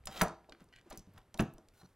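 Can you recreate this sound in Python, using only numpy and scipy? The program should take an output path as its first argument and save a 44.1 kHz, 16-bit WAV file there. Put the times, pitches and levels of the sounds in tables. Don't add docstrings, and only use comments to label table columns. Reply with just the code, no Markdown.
import sys
import numpy as np
from scipy import signal
from scipy.fft import rfft, irfft, next_fast_len
from scipy.io import wavfile

SR = 44100
rng = np.random.default_rng(int(sys.argv[2]) if len(sys.argv) > 2 else 0)


def wrap_up_sound(samples):
    columns = np.atleast_2d(samples).T
    tamed = np.clip(columns, -1, 1)
    steps = np.round(tamed * 32767).astype(np.int16)
    wavfile.write(sys.argv[1], SR, steps)


def gain_from_db(level_db):
    decades = np.asarray(level_db, float) / 20
    return 10 ** decades


N = 85995

# (frequency [Hz], width [Hz], level [dB])
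HANDLE_MODES = [(1557, 51, -1), (1936, 54.8, 1.5), (2360, 103, -7.5), (2980, 70, -0.5), (3400, 110, -15.5),
                (4250, 350, -13)]


def unit(x):
    return x / np.sqrt(np.mean(x ** 2) + 1e-20)


def along(points, hz):
    f, v = np.transpose(points)
    return np.interp(np.log(hz + 1), np.log(f + 1), v)


def filtered(x, response):
    n = x.shape[-1]
    m = next_fast_len(n + 8192)
    return irfft(rfft(x, m) * response(np.fft.rfftfreq(m, 1 / SR)), m)[..., :n]


def band(f, hz, q):
    return 1j * f * hz / q / (hz * hz - f * f + 1j * f * hz / q)


def resonances(modes):
    def response(f):
        return sum((-1) ** k * gain_from_db(db) * 1j * f * width_hz / (hz * hz - f * f + 1j * f * width_hz)
                   for k, (hz, width_hz, db) in enumerate(modes))
    return response


def dying(t60s, channels, length):
    hz, t, z = signal.stft(rng.standard_normal((channels, length)), SR, nperseg=128)
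    decay = gain_from_db(-60 * t / along(t60s, hz)[:, None])
    tail = signal.istft(z * decay, SR, nperseg=128)[1][:, :length]
    return tail / np.linalg.norm(tail[0])


def add(out, s, x):
    part = out[round(s * SR):][:len(x)]
    part += x[:len(part)]


def knocks():
    # (time [s], level [dB], most excited modes [Hz])
    blows = [(.005, -41.5, 55.4), (0.059, -42.5, 84), (0.071, -38.5, 863), (.0715, -43.5, 2080),
             (.092, -45.5, 770), (0.237, -37.5, 92), (.30, -42.5, 329), (.085, -42.5, 142),
             (0.212, -17.5, 1400), (.219, -22.5, 666), (0.2166, -26, 200), (0.2194, -27, 1024),
             (0.2227, -23.5, 178.7), (.250, -31, 640), (.258, -40.5, 1105), (.270, -37, 640),
             (0.289, -43, 987), (0.489, -47.5, 494), (.522, -49.5, 338), (0.606, -61.5, 1190),
             (0.611, -48.5, 206.5), (0.861, -50.5, 340), (0.910, -41, 855), (0.9254, -41.5, 340),
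             (0.976, -42, 139), (1.073, -46.5, 130.5), (1.093, -51.5, 115.5), (1.127, -54.5, 116),
             (1.148, -49, 118), (1.175, -52.5, 998), (1.348, -45, 243), (1.386, -39, 505),
             (1.345, -49.5, 730), (1.3941, -27, 1730), (1.3975, -17.5, 173), (1.398, -27, 670),
             (1.422, -31, 250), (1.437, -37, 211), (1.582, -52.5, 597), (1.584, -51.5, 290),
             (1.815, -56, 930), (1.831, -48.5, 132.8)]
    # (frequency [Hz], level [dB], t60 [s])
    box_modes = [(61, -4.5, 0.6), (96.2, -6, 0.34), (131.2, -0.5, .11), (175.9, 3.5, .07),
                 (213.2, -6, 0.16), (340, -5, 0.24), (289, -3.5, 0.11), (640, 5.5, 0.065),
                 (766.8, -4, 0.14), (1026.5, -3.5, 0.053), (1143, 0.5, 0.015), (1319, -2, 0.061),
                 (1536, -6.5, 0.052), (1678, -5, 0.053)]
    # (frequency [Hz], t60 [s])
    wood_t60 = [(100, 0.12), (1000, 0.12), (2000, 0.069), (12000, .04)]
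    # (time [s], level [dB])
    sways = [(0.058, -48), (0.216, -38.5), (0.502, -60.5), (0.757, -63), (0.903, -51), (.98, -53),
             (1.178, -59), (1.341, -56), (1.398, -39), (1.541, -53.5), (1.682, -61.5)]
    spread_oct, contact_cycles = 0.5, 0.2
    rattle_db, rattle_from_hz = 0.5, 223
    sway_hz, sway_s = 31.8, 0.0089

    out, t = np.zeros(N), np.arange(SR // 3) / SR
    for s, db, spot_hz in blows:
        ring = 0
        for hz, mode_db, t60_s in box_modes:
            off_spot_db = 5.7 * (np.log2(hz / spot_hz) / spread_oct) ** 2
            decay = gain_from_db(mode_db + rng.normal() - 60 * t / t60_s - off_spot_db)
            detune = 1 + rng.normal() / 250
            ring = ring + decay * np.sin(2 * np.pi * hz * detune * t)
        rise = 1 - np.exp(-t * spot_hz / contact_cycles)
        panels = rise * dying(wood_t60, channels=1, length=len(t))[0]
        rattle = filtered(panels, lambda f: band(f, spot_hz, 0.66) ** 3)
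        loose = gain_from_db(rattle_db) * spot_hz / (spot_hz + rattle_from_hz)
        add(out, s, gain_from_db(db) * (rise * ring / 2 + loose * rattle / np.abs(rattle).max()))

    sway = 3 * t / sway_s * np.exp(-t / sway_s) * np.sin(2 * np.pi * sway_hz * t)
    for s, db in sways:
        add(out, s, gain_from_db(db) * sway)
    return filtered(out, lambda f: 1 - band(f, 540.7, 8.4))


def clicks():
    # (time [s], peak level [dB], colour
    # [Hz])
    all_clicks = [(0.038, -60, 1944), (0.056, -35, 9500), (0.0717, -28, 4370), (0.074, -41, 5000),
                  (.1123, -62, 3200), (.1432, -48, 2840), (0.1653, -42, 3000), (0.1754, -36.5, 3580),
                  (0.184, -44, 1300), (0.0548, -48.5, 3400), (0.2121, -24, 3700), (0.216, -23, 5400),
                  (0.2166, -17.5, 13400), (0.233, -31.5, 8950), (0.2822, -43.5, 6080), (0.4442, -56.5, 1820),
                  (.488, -75, 6000), (0.4947, -49.5, 3800), (0.5226, -42.5, 1733), (0.5485, -51, 1390),
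                  (.604, -59.5, 7860), (0.606, -59, 3020), (.625, -61.5, 14000), (.642, -55.5, 8250),
                  (.688, -63, 4500), (0.7616, -52, 7050), (.788, -60, 4500),
                  (.900, -53.5, 6300), (0.901, -50, 11760), (0.903, -50, 6200), (0.9058, -48, 5200),
            (.908, -49, 6500), (0.9121, -48.5, 2800), (0.9229, -43.5, 2040), (0.905, -44, 11400),
            (0.9273, -45, 5800), (1.068, -66, 3900), (.958, -55.5, 8780), (0.9744, -40.5, 6640),
            (.9745, -38.5, 13600), (0.982, -46, 6400), (0.993, -49, 5700), (0.997, -52, 5530),
            (1.1375, -56, 12990), (1.178, -49, 3110), (1.1823, -51, 11620), (1.216, -60, 3440),
            (1.3427, -41.5, 6100), (1.343, -46.5, 2800), (1.342, -54, 12950), (1.375, -42.5, 4130),
            (1.377, -46, 11250), (1.388, -40, 13000), (1.3934, -31.5, 2700), (1.399, -37, 6900),
            (1.405, -33, 6800), (1.407, -36.5, 14010), (1.4237, -42, 11600), (1.5372, -48, 14400),
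            (1.5816, -53.5, 5700), (1.686, -52, 4560), (1.738, -63, 2200), (1.818, -60.5, 5400),
            (1.833, -60, 3000)]
    # (frequency [Hz], level [dB], width [Hz])
    steel_modes = [(3740, -5, 150), (6000, 0, 150), (6500, -5, 120), (9520, 4, 150), (11600, -4, 200),
                   (14700, 2, 250)]
    click_t60_s, growth = 0.016, 0.3
    crack_q = 0.68
    ring_db, ring_oct = 11, 0.12

    out, t = np.zeros(N), np.arange(SR // 8) / SR
    for s, db, colour_hz in all_clicks:
        t60_s = click_t60_s * gain_from_db(growth * (db + 40))
        burst = rng.standard_normal(len(t)) * gain_from_db(-60 * t / t60_s)

        def struck(f):
            response = band(f, colour_hz, crack_q) ** 3
            for hz, mode_db, width_hz in steel_modes:
                off_colour_db = 4 * (np.log2(hz / colour_hz) / ring_oct) ** 2
                response = response + gain_from_db(ring_db + mode_db - off_colour_db) * band(f, hz, hz / width_hz)
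            return response

        crack = filtered(burst, struck)
        add(out, s, gain_from_db(db) * crack / np.abs(crack).max())
    return out


def rub(level, modes, broad, broad_db, per_s, spiky_db):
    chance = rng.random((2, N))
    slip_now = chance[0] < per_s / SR
    strength = gain_from_db(-spiky_db * np.log(np.maximum(chance[1], .05)))
    slips = slip_now * strength * rng.standard_normal(N)
    tone = unit(filtered(slips, resonances(modes))) if modes else 0
    hiss = unit(filtered(slips, lambda f: gain_from_db(along(broad, f))))
    s, db = np.transpose(level)
    s = np.r_[s[0] - .004, s, s[-1] + .006]
    db = np.r_[-130, db, -130]
    pressure = gain_from_db(np.interp(np.arange(N) / SR, s, db))
    return pressure * (tone + gain_from_db(broad_db) * hiss)


def snaps():
    # (time [s], peak level [dB])
    let_go = [
        (0.7283, -71),
        (0.738, -62),
        (.7622, -47.5),
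        (0.7786, -61.5),
        (.7943, -56.5),
        (0.8127, -56.5),
    ]
    t = np.arange(2000) / SR
    out = np.zeros(N)
    for s, db in let_go:
        push = rng.standard_normal(len(t)) * gain_from_db(-60 * t / .003)
        ring = filtered(push, lambda f: (resonances(HANDLE_MODES)(f) + gain_from_db(-12.5)) * band(f, 2300, 0.67) ** 2)
        ring = ring * gain_from_db(-60 * t / 0.034)
        add(out, s, gain_from_db(db) * ring / np.abs(ring).max())
    return out


def friction():
    # (time [s], level [dB])
    slide = [(.074, -86.5), (.11, -59.5), (.16, -52), (.182, -48.5), (.21, -46)]
    # (frequency [Hz], width [Hz], level [dB])
    bar_modes = [(758, 60, 1.5), (1340, 82, 3.5), (1960, 60, -5), (3146, 110, 3.5), (3880, 84, -5.5),
                 (6500, 60, -5.5)]
    # (frequency [Hz], level [dB])
    scrape = [(200, -3), (600, -3.5), (3300, -9.5), (9000, -19), (16000, -16)]
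    # (time [s], level [dB])
    creak = [(.726, -61), (.733, -63), (.739, -62), (.746, -70), (.755, -62), (.772, -67.5), (.785, -64),
             (.80, -72), (.826, -87)]
    # (frequency [Hz], level [dB])
    palm = [(100, -5), (400, 0), (1500, -3.5), (3000, -10), (15000, -27)]
    # (time [s], level [dB])
    bite = [
        (1.848, -72),
        (1.855, -69),
        (1.862, -67),
    ]
    # (frequency [Hz], width [Hz], level [dB])
    tip_modes = [(4200, 150, -7), (6030, 60, 0)]
    # (time [s], level [dB])
    squeak = [(1.745, -79), (1.788, -77.5), (1.80, -67.5), (1.825, -69), (1.833, -84), (1.842, -71.5),
              (1.863, -66.5)]
    # (frequency [Hz], width [Hz], level [dB])
    screw_modes = [(850, 120, -3), (1460, 50, 6), (4130, 130, 0), (5900, 90, -4), (10000, 180, -12)]
    # (time [s], level [dB])
    thread = [(1.735, -76), (1.80, -70), (1.822, -73), (1.83, -79), (1.94, -82.5)]
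    # (time [s], level [dB])
    rustle = [(.54, -97), (.61, -66.5), (.68, -90.5), (.84, -80.5), (.87, -75), (.93, -58.5), (1.04, -79),
              (1.13, -77), (1.185, -62.5), (1.23, -97)]
    dry_thread = [(300, -0.5), (8000, 0), (16000, -2)]  # (frequency [Hz], level [dB])

    jaw = rub(slide, bar_modes, scrape, broad_db=1.5, per_s=3500, spiky_db=3)
    handle = rub(creak, HANDLE_MODES, palm, broad_db=-14.5, per_s=1500, spiky_db=2.0) + snaps()
    screw = (rub(bite, tip_modes, scrape, broad_db=-22, per_s=12000, spiky_db=0)
             + rub(squeak, screw_modes, scrape, broad_db=-14, per_s=4000, spiky_db=2)
             + rub(thread, [], dry_thread, broad_db=0.0, per_s=18000, spiky_db=5.5))
    hand = rub(rustle, [], palm, broad_db=0, per_s=6000, spiky_db=4)
    return jaw + handle + screw + hand


def pair(a, b):
    likeness = .9997
    u = np.arccos(np.clip(likeness, 0, 1)) / 2
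    return np.array([np.cos(u) * a + np.sin(u) * b, np.cos(u) * a - np.sin(u) * b])


def room(x):
    # (frequency [Hz], t60 [s])
    garage_t60 = [(100, 0.3), (600, 0.41), (1200, 0.37), (2200, 0.3), (5000, 0.32), (14000, 0.11)]
    tail = dying(garage_t60, channels=2, length=SR // 2)
    return pair(*signal.fftconvolve(np.pad(x, (200, 0))[None], tail, axes=1)[:, :N])


def air():
    # (frequency [Hz], level [dB])
    air_colour = [(15, -15), (30, -1), (100, 0), (200, -8), (400, -7.5), (1370, -17), (6000, -32.5),
                  (13500, -31), (15500, -53)]
    noise = filtered(rng.standard_normal((2, N)), lambda f: gain_from_db(along(air_colour, f)))
    return gain_from_db(-70) * pair(*unit(noise))


def scene():
    wet_db, rub_wet_db = -13.5, -6.5
    hits, rubs = knocks() + clicks(), friction()
    heard = filtered(hits + gain_from_db(rub_wet_db) * rubs, lambda f: 1j * f / (70 + 1j * f))
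    return hits + rubs + gain_from_db(wet_db) * room(heard) + air()


def low_pass(x):
    return signal.sosfilt(signal.butter(12, 16530, fs=SR, output="sos"), x)


def record(dry):
    # (frequency [Hz], phase [rad])
    lead = [(200, -.02), (500, -.015), (1000, -.07), (2000, -.26), (4000, -.56), (8000, -1.15),
            (12000, -1.55), (16000, -2.2)]
    top_hz, fade_hz = 15750, 600
    side = np.array([[1], [-1]])

    def response(f):
        limit = np.cos(np.pi / 2 * np.clip((f - top_hz) / fade_hz, 0, 1)) ** 2
        return limit * np.exp(.5j * along(lead, f) * side)

    return low_pass(filtered(dry, response))


dry = scene()
out = record(dry)
wrap_up_sound(out)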